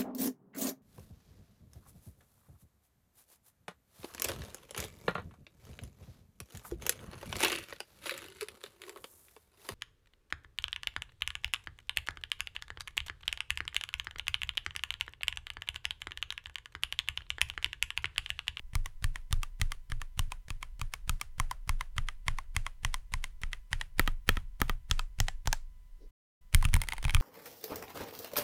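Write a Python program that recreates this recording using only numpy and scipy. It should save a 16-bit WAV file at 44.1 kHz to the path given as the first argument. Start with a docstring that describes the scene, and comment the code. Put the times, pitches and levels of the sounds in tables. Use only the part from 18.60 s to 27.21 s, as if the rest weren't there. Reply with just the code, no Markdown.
"""A mechanical keyboard in a plastic case on a desk, close under a microphone in a small quiet room.
First one finger walks along the keys and over the space bar, over rumble, hiss and a faint whine.
A pause follows, with a soft brush and a short mute; then both hands type a quick burst.
Each stroke is a fingertip tap, the stem sliding, a clack at the bottom that shakes the desk, and a
lighter clack on return. Noise bursts and damped modes make the plastic; low modes make the desk."""
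import sys
import numpy as np
from scipy.fft import rfft, irfft, next_fast_len
from scipy.io import wavfile
from scipy.ndimage import uniform_filter1d

SR = 44100
rng = np.random.default_rng(int(sys.argv[2]) if len(sys.argv) > 2 else 0)


def store_pcm(level_fs):
    """Save levels as 16-bit WAV."""
    pcm = np.round(np.clip(level_fs, -1, 1) * 32767).astype(np.int16)
    wavfile.write(sys.argv[1], SR, np.atleast_2d(pcm).T)


N = 379701  # length [samples]


def amp(db):
    """Decibels to gain."""
    return 10 ** (np.asarray(db) / 20)


def unit(x):
    """x at rms 1."""
    return x / np.sqrt(np.mean(x ** 2) + 1e-20)


def burst(x):
    """A short sound scaled to the energy of 10 ms at rms 1."""
    return x / np.sqrt(np.sum(x ** 2) / (SR / 100) + 1e-20)


def clock(length):
    """Sample times over a length in seconds."""
    return np.arange(int(length * SR)) / SR


def fade(t, t60):
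    """Exponential decay, 60 dB down after t60 seconds."""
    return np.exp(-np.log(1000) * t / t60)


def along(points, hz):
    """(frequency [Hz], value) points read on a log frequency axis."""
    f, v = np.transpose(points)
    return np.interp(np.log(hz + 1), np.log(f + 1), v)


def over_time(points, t):
    """(time [s], level [dB]) points read at time t."""
    return np.interp(t, *np.transpose(points))


def noise(spectrum, size):
    """Noise of rms 1, coloured by a spectrum."""
    m = next_fast_len(size + 2048)
    gain = amp(along(spectrum, np.fft.rfftfreq(m, 1 / SR)))
    return unit(irfft(rfft(rng.standard_normal(m)) * gain, m)[:size])


def band(x, lo_hz, hi_hz):
    """Causal third-order Butterworth band-pass."""
    m = next_fast_len(len(x) + SR // 100, real=True)
    hz = np.fft.rfftfreq(m, 1 / SR) + 1e-3  # never quite zero
    s = 1j * (hz * hz - lo_hz * hi_hz) / (hz * abs(hi_hz - lo_hz))
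    return irfft(rfft(x, m) / ((s + 1) * (s * s + s + 1)), m)[:len(x)]


def band_noise(size, lo_hz, hi_hz):
    """Noise of rms 1 within a band."""
    return unit(band(rng.standard_normal(size), lo_hz, hi_hz))


def add(track, s, x):
    """Mix x into the track from time s."""
    i = max(round(s * SR), 0)
    room_left = track[i:i + len(x)]
    room_left += x[:len(room_left)]


def grainy(x, depth_db):
    """Rough friction: contact comes and goes every few milliseconds."""
    bumps = unit(uniform_filter1d(rng.standard_normal(len(x)), size=110))
    return unit(x * amp(depth_db * bumps))


# the desk swaying under the hand: (time [s], level [dB])
SWAY_LEVEL = [(0, -46), (6.95, -43), (7.2, -50), (7.88, -60.5), (7.98, -40), (8.61, -38)]
# colour of the sway: (frequency [Hz], density [dB per Hz])
SWAY_SPECTRUM = [(10, -12), (22, 3), (38, -6), (60, -18.5), (110, -35.5), (300, -120)]
# colour of the building's rumble: (frequency [Hz], density [dB per Hz])
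RUMBLE_SPECTRUM = [(10, -11.5), (25, 5), (55, -11), (80, -25.5), (120, -23), (170, -27.5), (260, -46.5),
                   (1000, -120)]
# colour of the preamplifier hiss: (frequency [Hz], density [dB per Hz])
HISS_SPECTRUM = [(100, 1), (350, -5.5), (1000, -9), (2000, -8.5), (4000, -13), (8000, -15), (16000, -15.5)]
# faint electrical tones: (frequency [Hz], level [dB])
WHINE_TONES = [(1001, -85), (2002, -87), (3000, -93)]


def background():
    """Shaped noise for desk sway, building rumble and preamplifier hiss; steady sines for the whine."""
    t = np.arange(N) / SR
    sway = amp(over_time(SWAY_LEVEL, t)) * noise(SWAY_SPECTRUM, N)
    rumble = amp(-53.5) * noise(RUMBLE_SPECTRUM, N)
    hiss = amp(-75.5) * noise(HISS_SPECTRUM, N)
    whine = sum(np.sqrt(2) * amp(db) * np.sin(2 * np.pi * hz * t) for hz, db in WHINE_TONES)
    return sway + rumble + hiss + whine


def wall(x, delay, db):
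    """A nearby surface returns one weak echo, thinned to the middle and upper range."""
    out = np.zeros(N)
    add(out, delay, amp(db) * band(x, 1200, 8200))
    return out


# colour of a stem sliding in its housing: (frequency [Hz], density [dB per Hz])
SLIDE_SPECTRUM = [(150, -15), (400, 2.5), (1000, 0.5), (1800, 2.5), (3000, 0.5), (5000, -6.5), (8000, -9),
                  (9700, -3), (12000, -16), (15000, -18.5)]


def slide(db, length):
    """Gritty friction grows as the stem gathers speed, and stops with it."""
    t = clock(length)
    grit = grainy(noise(SLIDE_SPECTRUM, len(t)), depth_db=3.5)
    return amp(db) * grit * np.sin(np.pi / 2 * t / length) ** 2


def brush():
    """A soft, dull brush in the pause, then fingers skimming the keycaps in the quick burst."""
    out = np.zeros(N)
    swell = np.hanning(int(.11 * SR))
    add(out, 7.38, amp(-60.5) * swell * band_noise(len(swell), 250, 472))
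    add(out, 7.38, amp(-78) * swell * band_noise(len(swell), 3800, 5800))
    add(out, 8.02, amp(-67) * grainy(noise(SLIDE_SPECTRUM, int(.6 * SR)), depth_db=7))
    return out


def afterglow(row, db, t60):
    """The diffuse answer of the room, as bright as the stroke, and the shiver of loose neighbouring caps."""
    _, plate_db, _, cap_db, _, snap_db, tick_db, spray_db = row
    t = clock(.22)
    # (low edge [Hz], high edge [Hz], relative level [dB])
    bands = [(560, 1700, plate_db + 1.5), (1390, 3100, cap_db - 1), (3540, 8200, snap_db + 2),
             (8200, 11200, tick_db - 0.5), (11200, 15500, spray_db)]
    tail = sum(amp(level) * band_noise(len(t), lo, hi) for lo, hi, level in bands)
    shiver = amp(cap_db / 2 - 17) * grainy(noise(SLIDE_SPECTRUM, len(t)), depth_db=2.5)
    return amp(db) * (tail + shiver) * fade(t, t60)


# colour of a fingertip on a keycap: (frequency [Hz], density [dB per Hz])
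TAP_SPECTRUM = [(200, -20.5), (600, -4.5), (1100, -4), (2000, 0), (4000, -7), (7000, -13.5), (9700, -9.5),
                (12000, -19.5), (16000, -23.5)]


def fingertip(db):
    """A fingertip knocks the loose keycap against its stem, then scuffs it briefly."""
    t = clock(.06)
    knock_and_scuff = fade(t, 0.0099) + amp(-15) * fade(t, 0.058)
    return amp(db) * burst(noise(TAP_SPECTRUM, len(t)) * knock_and_scuff)


def ping(hz, db):
    """A narrow ring that outlasts the clack."""
    t = clock(.25)
    return amp(db) * band_noise(len(t), .985 * hz, 1.015 * hz) * fade(t, 0.12)


# fingers grazing keys without pressing them: (time [s], level [dB])
GRAZES = [(7.928, -51.5), (8.087, -50), (8.303, -53.5), (8.428, -45), (8.602, -49)]
# further narrow rings that linger after a stroke, like the springs': (time [s], frequency [Hz], level [dB])
LINGERING_RINGS = [(3.093, 1700, -60), (3.209, 1700, -61), (6.684, 1750, -53.5)]


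def strays():
    """Fingertips grazing keys in the quick burst, and a few further narrow rings that linger."""
    out = np.zeros(N)
    for s, db in GRAZES:
        add(out, s, fingertip(db))
    for s, hz, db in LINGERING_RINGS:
        add(out, s, ping(hz, db))
    return out


def ring(modes, t, spread):
    """Damped modes of alternating sign, a little different in pitch and strength at every blow."""
    waves = []
    for hz, db, t60 in modes:
        strength = amp(db + rng.normal(0, 1))
        pitch = hz * np.exp(rng.normal(0, spread))
        waves.append(strength * fade(t, t60) * np.sin(2 * np.pi * pitch * t))
    return sum(waves[1::2]) - sum(waves[::2])


# the keyboard bouncing on its feet, and the desk under it:
# (frequency [Hz], relative level [dB], decay t60 [s])
DESK_MODES = [(22, 5, .47), (30, 1.5, .2), (122, -4, .11), (62, 3, .06), (162, -6, .04)]


def thud(db, rise):
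    """The push of a key rocks the keyboard; the desk answers with a crowd of low modes."""
    t = clock(.5)
    boards = band_noise(len(t), 58, 125) * fade(t, 0.29)
    # a hard stroke drives the keyboard deep into its rubber feet: db counts twice here
    feet = amp(db + 26) * np.sin(2 * np.pi * 72 * t) * fade(t, .06)
    body = ring(DESK_MODES, t, spread=0.035) + feet + amp(-10) * boards
    return amp(db) * body * (1 - np.exp(-t / rise))


RING_LENGTH = .03  # a plastic part is cut off after this [s]


def part(lo_hz, hi_hz, t60, modes, blow_db):
    """One plastic part: the blow, a crowd of damped modes, and leading (Hz, dB) modes that ring longer."""
    t = clock(RING_LENGTH)
    blow = burst(band(1. * (t == 0), lo_hz, hi_hz))
    crowd = burst(band(rng.standard_normal(len(t)) * fade(t, t60), lo_hz, hi_hz))
    lead = 0
    for hz, db in modes:
        tone = np.cos(2 * np.pi * hz * t) * fade(t, 1.25 * t60)
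        lead = lead + amp(db) * burst(band(tone, lo_hz, hi_hz))
    return burst(crowd + amp(blow_db) * blow + lead)


# air and walls of the case: (frequency [Hz], relative level [dB], decay t60 [s])
CASE_MODES = [(229.9, 5.5, 0.026), (287, -14, 0.06), (420, -1.5, 0.017)]


def clack(row, plate_t60, cap_t60, stem_t60, blow_db, hollow_db):
    """A stem strikes its stop: case, plate, keycap and switch ring for a few milliseconds."""
    case_db, plate_db, plate_hz, cap_db, cap_hz, snap_db, tick_db, spray_db = row
    air = burst(band(ring(CASE_MODES, clock(RING_LENGTH), spread=.08), 110, 630))
    walls = part(160, 600, 0.037, [(200, -0.5)], blow_db=1)
    hollow = amp(case_db + hollow_db) * burst(air + amp(-1.5) * walls)
    plate_lo_hz = 0.66 * min(plate_hz, 1150)
    plate_modes = [(plate_hz, 6.5), (1010, -3)]
    plate = amp(plate_db) * part(plate_lo_hz, 1480, plate_t60, plate_modes, blow_db - 5)
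    cap = amp(cap_db) * part(1500, 3450, cap_t60, [(cap_hz, 3.5), (3150, -5)], blow_db + 2)
    # the small, stiff parts of the switch give mostly the bare blow
    snap = amp(snap_db) * part(3700, 7300, stem_t60, [], blow_db + 7)
    tick = amp(tick_db) * part(8300, 11100, stem_t60, [(9550, -3)], blow_db + 2)
    spray = amp(spray_db) * part(11800, 15500, stem_t60, [(14400, -9)], blow_db + 3)
    return hollow + plate + cap + snap + tick + spray


ORDINARY_DB = -35  # force of an ordinary stroke
WEIGHT_OF_FORCE, WEIGHT_OF_HARDNESS = .35, .33  # dB of thud and case per dB of force and of hardness


def weight(force_db, hard_db):
    """How much of a blow gets past the switch into case and desk, in dB over an ordinary stroke."""
    return WEIGHT_OF_FORCE * (force_db - ORDINARY_DB) + WEIGHT_OF_HARDNESS * hard_db


# kinds of key, base settings at an ordinary stroke: kind -> (finger travel [s], tap [dB],
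# desk thud [dB], desk thud on return [dB], hollow case [dB])
KEY_BODY = {"low": (.017, -55, -32, -44, -54), "right": (.017, -55, -32, -47, -55.5),
            "space": (.016, -44, -32.5, -28.5, -34), "corner": (.015, -51, -31.5, -44, -49.5),
            "upper": (.009, -42, -27.5, -46, -52.5)}
# their switches, relative to the keycap: kind -> (stem snap [dB], housing tick [dB],
# contact spray [dB], spring pitch [Hz], spring [dB])
KEY_SWITCH = {"low": (-6.5, -9.5, -16.5, 1750, -31), "right": (-5, -8.5, -20, 1850, -29),
              "space": (-9.5, -14, -9, 3330, -26), "corner": (-1, -14.5, -16, 7600, -25.5),
              "upper": (-9.5, -7.5, -15, 2400, -27)}
# growth with hardness: (stem snap [dB per dB], housing tick [dB per dB], contact spray [dB per dB])
HARD_GROWS = (.7, .9, 1.35)


def stroke(force_db, hard_db, plate_db, plate_hz, cap_hz, kind):
    """How a blow is shared: force drives all the parts, hardness tilts the switch towards the treble."""
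    case_db = KEY_BODY[kind][4] + weight(force_db, hard_db)
    switch_db = KEY_SWITCH[kind][:3]
    treble = [force_db + db + grows * hard_db for db, grows in zip(switch_db, HARD_GROWS)]
    return (case_db, force_db + plate_db, plate_hz, force_db, cap_hz, *treble)


def spring(force_db, kind):
    """Thin steel rings much longer than the plastic around it."""
    hz, db = KEY_SWITCH[kind][3:]
    return ping(hz, force_db + db)


# keys springing back, each ringing like the key last pressed:
# (time [s], force [dB], hardness [dB], plate over keycap [dB])
RELEASES = [(.259, -41, .5, -4), (.5579, -39, -7.5, -8.5), (.832, -39.5, 2, -1), (1.1196, -38.5, .5, -6),
            (1.4163, -42.5, -1.5, -2.5), (1.7198, -41.5, .5, 1.5), (2.0279, -40, -5, -3),
            (2.3375, -37.5, 1.5, -5.5), (2.613, -36.5, 3, -4), (2.9118, -41, 3, 7), (3.2092, -37, -2.5, 0),
            (3.4863, -36.5, -9, -6.5), (3.7858, -40.5, -5.5, 3), (4.0651, -37.5, -7, -.5),
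            (4.3422, -36.5, 2.5, -1), (4.641, -36.5, -3, -10.5), (4.9313, -36, -11, -14),
            (5.212, -34, -11, -12.5), (5.476, -32, -5, -2.5), (5.77, -38, -8, -1.5), (6.0957, -34, -3, 0),
            (6.3935, -37.5, -2, 1), (6.6836, -35.5, -5, -4), (6.9286, -31.5, 3, -2), (8.026, -42.5, 2, 5),
            (8.2166, -36, 5, -8), (8.2363, -45.5, 1, -5.5), (8.2867, -35.5, 0, -15),
            (8.3225, -34, -11, -11), (8.3336, -44.5, 4, 4), (8.381, -45, -2, -3), (8.4809, -44, -6.5, -1),
            (8.4956, -34, -10, -11), (8.5065, -41, -1.5, -15), (8.5672, -40, -10, -2)]
# the keycap ticks under the lifting finger: lead on the return [s], level re the tap [dB]
LIFT_S, LIFT_DB = .014, -12
FREE_CAP_HZ = 2000  # without the finger on it, a keycap rings halfway to this pitch
# plate pitch ratio without the finger; log spread of plate and cap from one return to the next
RETURN_PITCH, PITCH_SCATTER = .96, .025


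def releases():
    """The finger lifts, the stem slides up and strikes its top stop."""
    plastic, desk = np.zeros(N), np.zeros(N)
    for s, force_db, hard_db, plate_db in RELEASES:
        last_pressed = [key for key in PRESSES if key[0] < s][-1]
        *_, plate_hz, cap_hz, kind = last_pressed
        _, tap_db, _, thud_db, _ = KEY_BODY[kind]
        plate_shift, cap_shift = np.exp(PITCH_SCATTER * rng.standard_normal(2))
        free_plate_hz = RETURN_PITCH * plate_shift * plate_hz
        free_cap_hz = cap_shift * np.sqrt(cap_hz * FREE_CAP_HZ)
        row = stroke(force_db, hard_db, plate_db, free_plate_hz, free_cap_hz, kind)
        add(plastic, s - LIFT_S, fingertip(tap_db + LIFT_DB))
        add(plastic, s - .028, slide(force_db / 2 - 40.5, .028))
        add(plastic, s, clack(row, plate_t60=0.023, cap_t60=0.013, stem_t60=0.011,
                              blow_db=-7, hollow_db=-3))
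        add(plastic, s, afterglow(row, db=-23.5, t60=.22))
        add(plastic, s, spring(force_db + 2.5, kind))
        add(desk, s, thud(thud_db - 1.5, rise=0.005))
    return plastic, desk


# keys hitting bottom: (time [s], force [dB], hardness [dB], plate over keycap [dB],
# plate pitch [Hz], keycap pitch [Hz], kind of key)
PRESSES = [(.1533, -39, 5.5, -2, 1165, 2150, "low"), (.4421, -35.5, 1.5, -9, 1124, 1810, "low"),
           (.727, -35.5, 5, -5, 1196, 3550, "low"), (1.015, -32, 0, -10.5, 1210, 1980, "low"),
           (1.3191, -39.5, -6, -7.5, 1170, 1670, "low"), (1.5927, -33.5, 3, -6, 1060, 2970, "low"),
           (1.9041, -42, .5, -4.5, 1130, 2540, "low"), (2.2144, -40, 1, -.5, 1160, 2480, "low"),
           (2.4944, -35, 6.5, -1.5, 1260, 2540, "low"), (2.7991, -33.5, 2.5, 2.5, 1056, 2080, "low"),
           (3.0931, -34, 1, -1, 1077, 2130, "low"), (3.3811, -33, -9, -4, 1230, 2020, "right"),
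           (3.6815, -29.5, -6.5, -4.5, 1074, 2090, "right"), (3.965, -31, -1, -8, 1120, 2060, "right"),
           (4.2485, -30.5, -3, -6, 1076, 1990, "right"), (4.5383, -34, -2.5, -4, 1040, 2096, "right"),
           (4.8345, -37, -10.5, -9, 1256, 1940, "right"), (5.13, -29, -8, -13.5, 910, 1890, "right"),
           (5.3952, -23.5, -1, -7, 1310, 1860, "space"), (5.6906, -22.5, -2.5, -6.5, 1310, 1810, "space"),
           (6.0164, -29.5, 1.5, -.5, 1254, 1720, "space"), (6.312, -28.5, -3, -7.5, 1300, 3360, "corner"),
           (6.602, -33, 4.5, -5.5, 783, 1934, "corner"), (6.8736, -37, 4, 2, 900, 1540, "corner"),
           (7.9466, -26, 5.5, -13, 1100, 2124, "upper"), (8.0516, -32, -.5, -7.5, 1240, 2630, "upper"),
           (8.1405, -29, 3, -14, 960, 2210, "upper"), (8.1644, -42, 5, 4, 940, 2200, "upper"),
           (8.4512, -35.5, -4, -6, 880, 2450, "upper"), (8.5471, -27, 0, -9.5, 1200, 2500, "upper")]
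# weight of the hand behind the finger: (time [s], level [dB])
HAND_WEIGHT = [(0, 1.5), (1.5, 2.5), (1.9, -2.5), (2.6, -2), (3.3, 2), (4, -2.5), (5.3, -1), (6, .5)]
TRAVEL_HALVES_DB = 25  # this much more force halves the finger's travel time
TAP_MERGES = .45  # in a firm push the tap merges into the stroke: dB lost per dB of force


def presses():
    """The finger taps the cap, the stem slides down and lands; a faster finger arrives sooner and harder."""
    plastic, desk = np.zeros(N), np.zeros(N)
    for s, force_db, hard_db, plate_db, plate_hz, cap_hz, kind in PRESSES:
        travel, tap_db, thud_db = KEY_BODY[kind][:3]
        extra_db = force_db - ORDINARY_DB
        thud_db += weight(force_db, hard_db) + over_time(HAND_WEIGHT, s)
        landing = s - travel * 2 ** (-extra_db / TRAVEL_HALVES_DB)  # finger meets cap
        row = stroke(force_db, hard_db, plate_db, plate_hz, cap_hz, kind)
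        add(plastic, landing, fingertip(tap_db - TAP_MERGES * extra_db))
        # friction grows more slowly with stroke speed than the blow does
        add(plastic, s - .032, slide(force_db / 2 - 39.5, .032))
        add(plastic, s, clack(row, plate_t60=.017, cap_t60=0.0095, stem_t60=.01,
                              blow_db=-5, hollow_db=1))
        add(plastic, s, afterglow(row, db=-25, t60=0.28))
        add(plastic, s, spring(force_db - 1.5, kind))
        add(desk, s, thud(thud_db + 3.0, rise=0.0012))
        # the landing finger nudges the keyboard before the stem lands
        add(desk, landing - .002, amp(thud_db - 3) * np.hanning(int(.008 * SR)))
    return plastic, desk


def scene():
    """Keyboard, desk and room summed at one microphone."""
    plastic, desk = np.add(presses(), releases())
    near = plastic + strays() + brush()
    echo = wall(near, delay=0.015, db=-28.5)
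    return (near + echo + desk + background())[None]


# the mute in the pause: (start [s], end [s])
MUTE = (7.507, 7.812)
TOP_HZ = 16600  # band limit


def record(dry):
    """The sound is muted briefly in the pause, and nothing passes above the band limit."""
    t = np.arange(N) / SR
    open_gate = 1. * ((t < MUTE[0]) | (t > MUTE[1]))
    live = uniform_filter1d(open_gate, size=256)  # soft edges
    m = next_fast_len(N + SR // 2)
    passes = np.fft.rfftfreq(m, 1 / SR) < TOP_HZ
    return irfft(rfft(dry * live, m) * passes, m)[..., :N]


dry = scene()
out = record(dry)
store_pcm(out)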